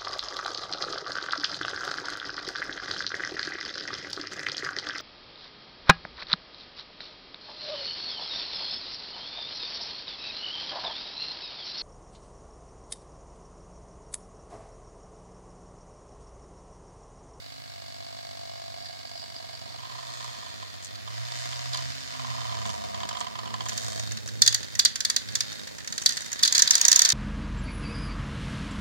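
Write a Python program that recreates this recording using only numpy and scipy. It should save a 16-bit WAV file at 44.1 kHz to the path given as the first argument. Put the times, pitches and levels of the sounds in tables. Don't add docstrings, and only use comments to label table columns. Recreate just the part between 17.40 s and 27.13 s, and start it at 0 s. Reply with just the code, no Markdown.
import sys
import numpy as np
from scipy import signal
from scipy.fft import rfft, irfft, next_fast_len
from scipy.io import wavfile
from scipy.ndimage import map_coordinates

SR = 44100
rng = np.random.default_rng(int(sys.argv[2]) if len(sys.argv) > 2 else 0)


def master_out(mix):
    frames = np.transpose(np.atleast_2d(mix))
    ceiling = np.clip(frames, -1, 1)
    pcm = np.round(ceiling * 32767).astype(np.int16)
    wavfile.write(sys.argv[1], SR, pcm)


N = 429093
TIME = np.arange(N) / SR
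HIGH_RING_S, LATE_SCRAPE_S = 2.37, 3.616
FLOOR_S, ARENA_S, CLASH_S = 5.1, 6.25, 9.1


# time_s, pitch_hz, level_db
FAST_HUM = [(0.05, 131.3, -55.5), (1.9, 122, -54.5), (2.3, 118, -49.5), (2.88, 113.6, -43),
            (3.05, 103.3, -54), (3.2, 100.8, -43), (3.4, 94.64, -47), (3.6, 102, -45.5), (3.66, 105.5, -43),
            (3.8, 109.6, -35.5), (3.95, 116.7, -37.5), (4.47, 123.3, -35), (4.57, 128.3, -46),
            (4.72, 127.4, -49), (4.82, 120.6, -37), (5.2, 107.1, -35.5), (5.45, 101.7, -45),
            (5.7, 103.7, -40.5), (5.8, 103.2, -64), (5.92, 106.3, -48), (5.96, 108, -41.5),
            (6.64, 105.1, -38), (6.74, 107, -41), (6.79, 108.1, -47), (6.88, 107, -38), (7.1, 101.8, -38),
            (7.5, 104.1, -50), (7.66, 106, -72), (7.79, 106.8, -60), (7.9, 108.5, -36), (8, 107, -41.5),
            (8.2, 103.4, -66), (9.65, 109, -74)]
SLOW_HUM = [(0.03, 98.5, -48), (0.17, 104.3, -50), (0.35, 98.2, -48.5), (2, 96.2, -50.5), (2.4, 94.2, -48),
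            (2.7, 80.8, -61), (4.35, 77.3, -51), (4.48, 76.8, -43), (4.72, 74.63, -51), (4.92, 76.3, -46),
            (5.35, 70.9, -42), (5.9, 70.27, -55), (9.65, 76.25, -64)]
# time_s, level_db
FAST_HUM_OCTAVE = [(0, -62.5), (2.301, -63), (3.4, -66), (3.8, -83), (4.25, -55), (4.6, -50.5),
                   (4.85, -49.5), (5.3, -47.5), (5.7, -50.5), (7, -53), (9.7, -62)]
SLOW_HUM_OCTAVE = [(0, -92), (9.7, -80)]

def motors():
    fast_turns, fast_hum = motor(FAST_HUM, FAST_HUM_OCTAVE, jitter=.009, waver_db=2.2)
    slow_turns, slow_hum = motor(SLOW_HUM, SLOW_HUM_OCTAVE, jitter=.005, waver_db=1.0)
    hum = fast_hum + slow_hum + track_rocking()
    return fast_turns, slow_turns, hum * np.array([[.97], [-1.03]])


def motor(hum_rows, octave_rows, jitter, waver_db):
    pitch_hz, hum_db = curves(hum_rows)
    octave_db, = curves(octave_rows)
    turns = np.cumsum(pitch_hz * (1 + jitter * wobble(30))) / SR
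    depth_db = waver_db + 2 * passed(ARENA_S)
    hum = sum(amp(level_db + depth_db * wobble(22)) * np.sin(2 * np.pi * harmonic * turns)
              for harmonic, level_db in [(1, hum_db), (2, octave_db)])
    return turns, np.sqrt(2) * hum


def track_rocking(centre_s=4.48, length_s=.053, level_db=-38, pitch_hz=58.24):
    return swells([(centre_s, length_s, level_db)]) * np.sin(2 * np.pi * pitch_hz * TIME)


# start_s, strength_db, brightness_db
SHELL_HITS = [(1.4558, -51, -17), (3.554, -49, -10), (3.622, -60, 3), (4.3313, -39, -12), (4.3453, -38, -9),
              (4.3716, -38.5, -7), (5.6892, -37.5, -3), (6.2852, -39.5, 8), (6.293, -37, 5),
              (6.376, -32, 1), (6.432, -46, 2), (6.5942, -46, 17), (6.7185, -42, 11), (6.771, -40, -6),
              (6.875, -46.5, 15), (6.887, -43.5, -7), (7.019, -15, -4), (7.062, -24.5, -4),
              (7.0757, -17, -4.5), (7.125, -31, -2), (7.1447, -23, -2), (7.2292, -41, -5), (7.3519, -37, 3),
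              (7.3903, -32, 11), (7.394, -18.5, -8), (7.4496, -20, -0.5), (7.4555, -24, -18.5),
              (7.5566, -31, -1), (7.6044, -29, -1), (7.6491, -23.5, -5), (7.6991, -24.5, -2),
              (7.7625, -22.5, -3.5), (7.8867, -43.5, -13), (7.921, -52, 6), (7.953, -25.5, -0.5),
              (8.0053, -26, -5.5), (8.11, -56, -2), (8.126, -47, 9), (8.2732, -44, 0), (8.383, -44.5, 0),
              (8.403, -50, -4), (8.4449, -48, 0), (8.4745, -36.5, 2), (8.5242, -35.5, 0),
              (8.5787, -31.5, -3), (8.62, -41, 13), (8.6598, -18, -6), (8.6907, -27.5, -2), (8.706, -37, 2),
              (8.7215, -35.5, -1), (8.7691, -35.5, -3), (8.7735, -36, -7), (8.8183, -44, 10),
              (8.86, -43.5, 3), (8.917, -39.5, 8), (8.9285, -35, 9), (8.9914, -38, -6), (9.027, -33, 2),
              (9.0324, -18, -8), (9.0498, -25, -3), (9.056, -26, -5), (9.076, -23, -4.5), (9.124, -23.5, 1),
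              (9.1487, -23, -6), (9.1538, -26.5, -7), (9.161, -31, -4), (9.167, -30, -5),
              (9.1788, -21.5, 0), (9.192, -21.5, -4), (9.198, -26, -2), (9.2203, -17, 5),
              (9.2747, -25.5, -12), (9.307, -17.5, 8), (9.3345, -32, -10), (9.342, -32.5, -12),
              (9.3525, -19, 4), (9.379, -29, -2), (9.4125, -21.5, 6), (9.4502, -19, 7), (9.4818, -17.5, 5),
              (9.5156, -16.5, 3.5), (9.5273, -19, -2), (9.559, -18.5, 9), (9.5916, -17, 4),
              (9.6176, -18, 3), (9.6491, -20, 0), (9.6559, -23, -1), (9.689, -25, 8), (9.701, -21.5, -1),
              (9.7205, -26, -2)]
# freq_hz, gain_db
KNOCK_TONE = [(60, -17), (200, -33), (350, -15), (550, -13.5), (1000, -10.5), (1400, -3), (1820, 6),
              (2300, -6), (3200, -3.5), (6000, -98)]
TRACK_TONE = [(2000, -42), (2700, -26), (3300, -3), (3550, 6), (3850, -5), (4150, 6.5), (4750, 3),
              (5150, -17), (5600, -8), (7000, -47)]
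SHELL_TONE = [(4500, -26), (5300, 5), (5660, 1), (6060, 8.5), (6270, -19), (6480, 7.5), (6780, 4),
              (7100, -1), (7500, -3), (8100, -12.5), (11000, -19)]
SNAP_TONE = [(5000, -22), (8000, 1.5), (8450, 0), (9050, -1.5), (10200, -6), (10950, -8), (11500, -8.5),
             (12000, -12), (12800, -14.5), (14000, -9.5), (15600, -23)]
# pitch_hz, width_hz, gain_db
THIN_WALL_MODES = [(3520, 30, 17), (4133, 27, 17), (4700, 45, 0), (5800, 20, -5), (6057, 20, -6),
                   (6474, 24, 1), (6660, 49, -24), (7400, 25, -19)]
BOOM_MODES = [(500, 60, 0), (727, 70, 1), (955, 58, 5), (1247, 240, -12)]
# pitch_hz, gain_db, arrival_s, length_s, pan_left_db, left_lead_rad
TRACK_BENDING = [(4800, 0, .001, .0037, 2.5, .6), (4000, -11, .003, .005, 0, .6)]
SHELL_BENDING = [(6820, 0, .0005, .002, -4, -1.9), (7700, -9, .0012, .002, -2, -2),
                 (6050, -1, .0016, .0032, -3.5, -2.9)]

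def clacks():
    start_s, strength_db, brightness_db = np.transpose(SHELL_HITS)
    track_db = strength_db - brightness_db / 2
    shell_db = strength_db + brightness_db / 2 + .5
    knock_db = -18.5 + .53 * strength_db - 5 * (start_s < FLOOR_S)
    hold_s = np.where(start_s < CLASH_S, .0059, .0043)[:, None]
    knock = strikes(start_s, knock_db, spectrum(KNOCK_TONE), rise_s=.0001, hold_s=.0011, t60_s=.039)
    track = strikes(start_s, track_db - 3, spectrum(TRACK_TONE),
                    rise_s=.0004, hold_s=1.25 * hold_s, t60_s=.013)
    shell = strikes(start_s, shell_db, spectrum(SHELL_TONE), rise_s=.0002, hold_s=hold_s, t60_s=.009)
    snap = strikes(start_s, strength_db - 7.5, spectrum(SNAP_TONE),
                   rise_s=.000094, hold_s=.0013, t60_s=.018)
    walls = strikes(start_s, strength_db - 21, modes(THIN_WALL_MODES),
                    rise_s=.00023, hold_s=.0028, t60_s=.02, size=3000)
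    clash = start_s > CLASH_S
    boom = strikes(start_s[clash], strength_db[clash] - 26.5, cavity(BOOM_MODES),
                   rise_s=.0001, hold_s=.00089, t60_s=.01)
    chirps = bending_waves(start_s, track_db, TRACK_BENDING, detune=.013, sag_per_s=12, edge_s=.0004)
    chirps += bending_waves(start_s, shell_db, SHELL_BENDING, detune=.012, sag_per_s=30, edge_s=.0003)
    return chirps + track + shell + snap + walls + boom + knock * amp([[-2.6], [1.6]])


def bending_waves(start_s, levels_db, rows, detune, sag_per_s, edge_s, size=700):
    t = np.arange(size) / SR
    sides = np.array([.5, -.5])[:, None, None]
    blows = 0
    for pitch_hz, gain_db, arrival_s, length_s, pan_db, lead_rad in rows:
        tuning, left_db, right_db, phase, spread = rng.standard_normal((len(start_s), 5)).T[..., None]
        from_centre_s = t - arrival_s - length_s / 2
        gate = (1 + np.tanh((length_s / 2 - np.abs(from_centre_s)) / edge_s)) / 2
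        tuned_hz = pitch_hz * (1 + detune * tuning)
        cycles = tuned_hz * (from_centre_s - sag_per_s * from_centre_s ** 2 / 2) + phase
        gain = amp(gain_db + sides * pan_db + np.array([left_db, right_db]))
        blows = blows + gain * gate * np.sin(2 * np.pi * cycles + sides * (lead_rad + .35 * spread))
    return place(start_s, blows, levels_db)


# start_s, strength_db
HOPS = [(1.372, -43.5), (1.413, -45), (1.434, -44), (1.455, -48), (1.495, -42), (1.535, -48), (1.557, -49),
        (1.598, -44.5), (1.649, -45), (1.712, -43), (1.753, -42), (1.826, -41.5), (1.857, -48),
        (1.888, -50), (1.918, -51), (1.949, -46), (1.999, -43), (2.041, -44), (2.092, -41), (2.135, -43.5),
        (2.218, -42.5), (2.26, -43), (2.303, -45.5), (2.344, -42), (2.388, -42), (2.432, -40), (2.452, -38),
        (2.498, -40), (2.52, -42), (2.552, -38.5), (2.587, -37.5), (2.63, -40), (2.689, -41),
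        (2.805, -37.5), (2.844, -38.5), (2.891, -40), (2.942, -41), (2.978, -47), (3.028, -40),
        (3.065, -40), (3.226, -37.5), (3.676, -36.0), (4.128, -40), (4.345, -34), (4.38, -38.5),
        (4.409, -43), (4.748, -38), (4.796, -35), (4.846, -31.5), (4.88, -38), (4.913, -35), (4.948, -37),
        (4.981, -33.5), (5.015, -34), (5.052, -32.0), (5.094, -35), (5.123, -33), (5.144, -36),
        (5.171, -40), (5.187, -39), (5.215, -37), (5.254, -31.5), (5.292, -34), (5.544, -33.0),
        (5.603, -33), (5.632, -30), (5.689, -35.5), (5.711, -32.5), (5.751, -34), (5.77, -31.5),
        (5.81, -28.5), (5.868, -32), (5.954, -34), (5.989, -30.5), (6.056, -35), (6.075, -35.5),
        (6.103, -39), (6.14, -28.5), (6.206, -30), (6.262, -34.5), (6.319, -37), (6.53, -51)]
# time_s, gain_db
TICK_BALANCE = [(2.3, -6), (3.68, -5), (4.1, 4), (4.9, -9.5), (5.3, -2.5), (6.1, -5), (6.5, 5)]
# pitch_hz, width_hz, gain_db
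LOW_AIR_MODES = [(690, 95, 9), (1050, 200, -9)]
STRAIGHT_WALL_MODES = [(1630, 140, 6), (2175, 120, 7), (2950, 120, 6), (3390, 140, 5), (4200, 190, 7),
                       (4700, 260, 8), (5380, 200, 3)]
HIGH_HOLLOW_MODES = [(710, 120, 0), (1025, 110, 5), (1160, 160, -3)]
LATE_TICK_MODES = [(1770, 540, 2.5), (2980, 39, 10), (3146, 110, 10), (3490, 480, 5), (4330, 420, 2),
                   (4470, 92, 9), (5000, 280, -1.5), (7220, 630, -3)]

def hops():
    start_s, strength_db = np.transpose(HOPS)
    tick_db = strength_db + np.interp(start_s, *np.transpose(TICK_BALANCE))
    sections = [(start_s < HIGH_RING_S, cavity(LOW_AIR_MODES), cavity(STRAIGHT_WALL_MODES), 2.5),
                (start_s >= HIGH_RING_S, cavity(HIGH_HOLLOW_MODES), modes(LATE_TICK_MODES), -1)]
    out = np.zeros((2, N))
    for here, air, wall, air_trim_db in sections:
        out += pushes(start_s[here], strength_db[here] + air_trim_db, air, rough=.04, decay_s=.002)
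        out += strikes(start_s[here], tick_db[here], wall, rise_s=.00013, hold_s=.00064, t60_s=.022)
    return out


# time_s, fast_power_share
FAST_SHARE = [(0, 0.01), (1.9, 0.03), (2.3, 0.25), (2.6, 0.87), (3.7, 0.88)]
# time_s, effort_db
LEG_EFFORT = [(0, -3.5), (0.7, -0.5), (2.35, 0), (2.8, 4.5), (3.35, 1.5), (3.65, -0.5), (3.68, 3), (4, 8),
              (4.6, 6.5), (5, 6), (5.45, 4.5), (6.15, -0.5), (6.3, 5), (6.65, 5), (6.82, -3), (7.3, 1.5),
              (7.55, -5.5), (8.12, 5), (8.35, -3.5), (9.05, 5.5), (9.4, 14), (9.72, 15)]

def legs(fast_turns, slow_turns):
    effort_db, = curves(LEG_EFFORT)
    fast_share, = curves(FAST_SHARE)
    fast_mix, slow_mix = np.sqrt(fast_share), np.sqrt(1 - fast_share)
    fast_pressure, fast_impacts = footfalls(fast_turns, slip_turns=.08, contact_turns=.5,
                                            firm_db=1.5, hop_db=3, hop_every=4, scatter_db=2)
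    slow_pressure, slow_impacts = footfalls(slow_turns, slip_turns=.008, contact_turns=.8,
                                            firm_db=14, hop_db=2, hop_every=6, scatter_db=.5)
    pressure = np.hypot(fast_mix * fast_pressure, slow_mix * slow_pressure)
    impacts = fast_mix * fast_impacts + slow_mix * slow_impacts
    air = tube_air(pressure, impacts)
    walls = slow_mix * straight_wall(slow_pressure, slow_impacts, fast_pressure)
    walls += fast_mix * wall_scrape(fast_pressure)
    walls *= amp(-47 + effort_db - 10.5 * passed(ARENA_S))
    return (air + walls + leg_fizz(pressure, effort_db) + skids(fast_pressure, fast_impacts)
            + shell_drags(slow_pressure) + arena_floor(pressure, impacts, effort_db)
            + base_thud(pressure))


def footfalls(turns, slip_turns, contact_turns, firm_db, hop_db, hop_every, scatter_db):
    strides = np.maximum.accumulate(np.maximum(turns + slip_turns * wobble(90), 0))
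    landing = strides.astype(int)
    numbers = np.arange(landing[-1] + 1)
    scatter = np.clip(rng.standard_normal(len(numbers)), -2, 2)
    force_db = firm_db * (numbers % 2 == 0) + scatter_db * scatter
    force_db += hop_db * ((numbers % hop_every == 0) - .5)
    force = amp(force_db[landing])
    pressure = force * np.exp(-(strides - landing) / contact_turns)
    impacts = force * np.diff(landing, prepend=0)
    return unit(pressure), unit(impacts)


# time_s, low_gain_db, high_gain_db
AIR_RIDE = [(0, -47.5, -50), (0.7, -41, -45), (1.33, -39, -48), (1.4, -44, -48), (2.3, -49, -41),
            (2.75, -42.5, -35), (3.64, -46, -49), (3.68, -42, -35.5), (4.35, -38, -33.5), (4.58, -46, -41),
            (4.85, -40.5, -31.5), (5.45, -34.5, -29.5), (6.1, -46, -31), (6.6, -35.5, -39),
            (6.85, -69, -54), (8.4, -60, -45), (9.6, -43, -35)]
# pitch_hz, width_hz, gain_db
HIGH_AIR_MODES = [(964, 31, 14), (1220, 93, 4.2)]

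def tube_air(pressure, impacts):
    low_db, high_db = curves(AIR_RIDE)
    low = tread(pressure, impacts, cavity(LOW_AIR_MODES), rough=.12)
    high = tread(pressure, impacts, modes(HIGH_AIR_MODES), rough=.7)
    return amp(low_db - 3.5) * low + amp(high_db - 14) * high


# pitch_hz, width_hz, gain_db
SIZZLE_MODES = [(3710, 200, -11), (4145, 130, -9), (4520, 70, -4.5), (4950, 180, -11.5), (5420, 260, -17.5),
                (7790, 210, -21)]

def straight_wall(slow_pressure, slow_impacts, fast_pressure):
    ticking = tread(slow_pressure, slow_impacts, cavity(STRAIGHT_WALL_MODES), rough=.6)
    sizzle = rub(fast_pressure + .5, modes(SIZZLE_MODES))
    return amp(-2.5) * ticking + amp(-1.5) * sizzle


# pitch_hz, width_hz, gain_db
EARLY_SCRAPE_MODES = [(1170, 240, -4), (1850, 122, 0.5), (2480, 290, -8.5), (3124, 130, -4),
                      (3540, 200, -1.5), (4114, 150, -0.5), (4320, 220, -0.5), (5000, 310, -4)]
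LATE_SCRAPE_MODES = [(1130, 500, -8.5), (1910, 570, -2), (3010, 220, -4), (3098, 40, 3), (3624, 164, 0),
                     (4190, 90, 1), (4690, 210, -1), (5220, 470, -4.5)]

def wall_scrape(pressure):
    late_share = passed(LATE_SCRAPE_S)
    early = rub(pressure + .82, modes(EARLY_SCRAPE_MODES))
    late = rub(pressure + .5, modes(LATE_SCRAPE_MODES))
    return np.sqrt(1 - late_share) * early + np.sqrt(late_share) * late


# freq_hz, gain_db
FIZZ_TONE = [(3500, -44), (5400, 5), (5850, 2.5), (6130, 8), (6480, 3.5), (6700, 4), (6930, 7), (7200, 2),
             (7800, -1), (9000, -5.5), (11000, -30), (12500, -7), (15500, -46)]

def leg_fizz(pressure, effort_db):
    tube_db = -56.5 + 1.38 * effort_db
    arena_db = -51 + .59 * effort_db
    level_db = tube_db + passed(ARENA_S) * (arena_db - tube_db)
    return amp(level_db) * rub(pressure + 1.2, spectrum(FIZZ_TONE))


# centre_s, length_s, gain_db
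SKID_SWELLS = [(2.78, 0.27, -51.5), (3.45, 0.032, -40.5), (4, 0.097, -46), (5.3, .12, -45.5),
               (5.8, 0.03, -41.5), (6.45, 0.3, -42.5), (6.882, 0.046, -50), (8.7, 0.27, -42),
               (9.168, 0.14, -51)]
# freq_hz, gain_db
SKID_TONE = [(3500, -11), (5200, 1.5), (6900, 5.5), (8000, 1), (9500, -8.5), (11000, -21), (13000, -14),
             (15500, -27)]

def skids(pressure, impacts):
    return amp(-.5) * swells(SKID_SWELLS) * tread(pressure, impacts, spectrum(SKID_TONE), rough=4.1)


# centre_s, length_s, level_db
DRAG_SWELLS = [(1.47, 0.097, -47), (1.67, 0.041, -49), (1.79, 0.096, -44), (1.97, 0.034, -44),
               (2.15, 0.047, -49)]
# pitch_hz, width_hz, gain_db
DRAG_MODES = [(4790, 170, 8), (4400, 450, -6)]

def shell_drags(pressure):
    return swells(DRAG_SWELLS) * rub(pressure + 1, modes(DRAG_MODES))


# pitch_hz, width_hz, gain_db
FLOOR_MODES = [(516.5, 170, -12.5), (1760, 600, -1), (3170, 63, 2.5), (3660, 134, 4), (3850, 70, 4),
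               (4220, 380, 0.5), (4370, 130, 6), (4660, 170, 1.5), (5320, 150, -2)]

def arena_floor(pressure, impacts, effort_db):
    scuffing = tread(pressure + .1, impacts, modes(FLOOR_MODES), rough=11)
    return passed(ARENA_S) * amp(-45.5 + effort_db) * scuffing


# time_s, gain_db
THUD_RIDE = [(0, -55), (1.7, -53), (2.8, -50), (4.85, -49), (5.2, -44.5), (5.6, -42), (5.8, -45.5),
             (6.1, -42), (7.1, -42.5), (7.7, -47), (8.1, -43.5), (9.7, -45.5)]
# freq_hz, gain_db
THUD_TONE = [(30, -16), (70, 5.5), (150, 1), (215, 0), (330, -7), (560, -4), (900, -14), (1800, -38)]

def base_thud(pressure):
    gain_db, = curves(THUD_RIDE)
    return amp(gain_db + .07) * rub(pressure, spectrum(THUD_TONE))


# freq_hz, t60_s
ROOM_DECAY = [(200, 0.022), (2000, 0.48), (5000, 0.24), (14000, 0.15)]

def room_reverb(sound, build_s, echo_s, echo_db, size=8192):
    out = np.zeros((2, N + 6 * size))
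    padded = np.pad(sound, ((0, 0), (0, 2 * size)))
    window = signal.windows.cosine(2 * size)
    t = np.arange(2 * size) / SR
    wall_echo = amp(echo_db) * np.exp(-((t - echo_s) / build_s) ** 2)
    onset = 1 - np.exp(-(t / build_s) ** 2) + wall_echo
    for start in range(0, N, size):
        hz, age_s, noise = signal.stft(rng.standard_normal((2, 2 * size)), SR, nperseg=256)
        decay = amp(-60 * age_s / along(ROOM_DECAY, hz)[:, None])
        tail = signal.istft(noise * decay, SR, nperseg=256)[1] * onset
        grain = padded[:, start:start + 2 * size] * window
        wet = signal.fftconvolve(grain, tail / np.linalg.norm(tail[0]), axes=1)
        out[:, start:start + wet.shape[1]] += wet
    return out[:, :N]


# freq_hz, gain_db
ROOM_TONE = [(20, -2), (70, 0), (150, -21), (400, -16.5), (2000, -9), (15000, -27)]

def room_tone():
    return amp(-51) * rub(1, spectrum(ROOM_TONE))


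# freq_hz, left_right_likeness
STEREO_LIKENESS = [(100, -1.18), (300, -0.86), (700, -0.91), (1400, -0.59), (3000, -0.086), (15000, 0.12)]

def radiate(drives, body, size=4096):
    hz = np.fft.rfftfreq(size, 1 / SR)
    width_rad = np.arccos(np.clip(along(STEREO_LIKENESS, hz), -.995, .995)) / 2
    rings = irfft(body(hz) * [np.cos(width_rad), np.sin(width_rad)])[:, :size // 2]
    mid, side = [signal.oaconvolve(drive, np.array(ring, ndmin=drive.ndim), axes=-1)
                 for drive, ring in zip(drives, rings)]
    return np.array([mid + side, mid - side])[..., :drives.shape[-1]]


def strikes(start_s, levels_db, body, rise_s, hold_s, t60_s, size=1600):
    t = np.arange(size) / SR
    envelope = (1 - np.exp(-t / rise_s)) * amp(-60 * np.maximum(t - hold_s, 0) / t60_s)
    noise = rng.standard_normal((len(start_s), 2, size)).swapaxes(0, 1)
    return place(start_s, radiate(noise * envelope, body), levels_db)


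def pushes(start_s, levels_db, body, rough, decay_s, size=1600):
    scuff = rng.standard_normal((len(start_s), 2, size)).swapaxes(0, 1)
    force = rough * scuff * np.exp(-np.arange(size) / SR / decay_s)
    force[..., 0] += [[-1], [1]]
    return place(start_s, radiate(force, body), levels_db)


def tread(pressure, impacts, body, rough):
    knocks = np.array([np.roll(impacts, 60), impacts])
    return unit(radiate(knocks + rough * pressure * rng.standard_normal((2, N)), body))


def rub(force, body):
    return unit(radiate(force * rng.standard_normal((2, N)), body))


def spectrum(points):
    def response(hz):
        cepstrum = irfft(np.log(amp(along(points, hz))))
        half = len(cepstrum) // 2
        return np.exp(rfft(np.r_[cepstrum[0], 2 * cepstrum[1:half], np.zeros(half)]))
    return response


def modes(rows):
    return lambda hz: sum((-1) ** k * amp(db) * 1j * hz * width / (pitch ** 2 - hz ** 2 + 1j * hz * width)
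                          for k, (pitch, width, db) in enumerate(rows))


def cavity(rows):
    return lambda hz: sum(amp(db) * modes([(pitch, width, 0)])(hz) ** 2 for pitch, width, db in rows)


def place(start_s, blows, levels_db):
    attack_rms = np.sqrt(np.mean(blows[..., :round(.007 * SR)] ** 2, axis=(0, 2)))
    blows = blows * (amp(levels_db) / attack_rms)[:, None]
    samples = np.round(start_s * SR).astype(int)[:, None] + np.arange(blows.shape[-1])
    return np.array([np.bincount(samples.ravel(), side.ravel(), N)[:N] for side in blows])


def passed(centre_s, fade_s=.097):
    return np.clip((TIME - centre_s) / fade_s + .5, 0, 1)


def swells(rows):
    return sum(amp(db) * np.exp(-2 * ((TIME - centre_s) / length_s) ** 2)
               for centre_s, length_s, db in rows)


def wobble(rate_hz):
    knots = rng.standard_normal(int(N * rate_hz / SR) + 4)
    coarse = np.arange(0, N, 64)
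    return np.interp(np.arange(N), coarse, map_coordinates(knots, [coarse * rate_hz / SR]))


def curves(rows):
    time_s, *columns = np.transpose(rows)
    return [np.interp(TIME, time_s, column) for column in columns]


def along(points, hz):
    freq_hz, values = np.transpose(points)
    return np.interp(np.log(hz + 1), np.log(freq_hz + 1), values)


def amp(db):
    return 10 ** (np.asarray(db) / 20)


def unit(x):
    return x / np.sqrt(np.mean(x ** 2) + 1e-20)


def scene():
    fast_turns, slow_turns, hum = motors()
    blows = clacks() + hops()
    direct = hum + legs(fast_turns, slow_turns) + blows + room_tone()
    reverb = amp(-12) * room_reverb(blows, build_s=.0037, echo_s=.012, echo_db=-5.5)
    return (direct + reverb) * amp([[-1.0], [.9]])


def record(dry):
    ceiling, top_hz = .95, 15900
    rounded = dry / (1 + np.abs(dry / ceiling) ** 6) ** (1 / 6)
    size = next_fast_len(N + SR // 2)
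    passband = np.fft.rfftfreq(size, 1 / SR) < top_hz
    return irfft(rfft(rounded, size) * passband, size)[:, :N]


dry = scene()
out = record(dry)
master_out(out)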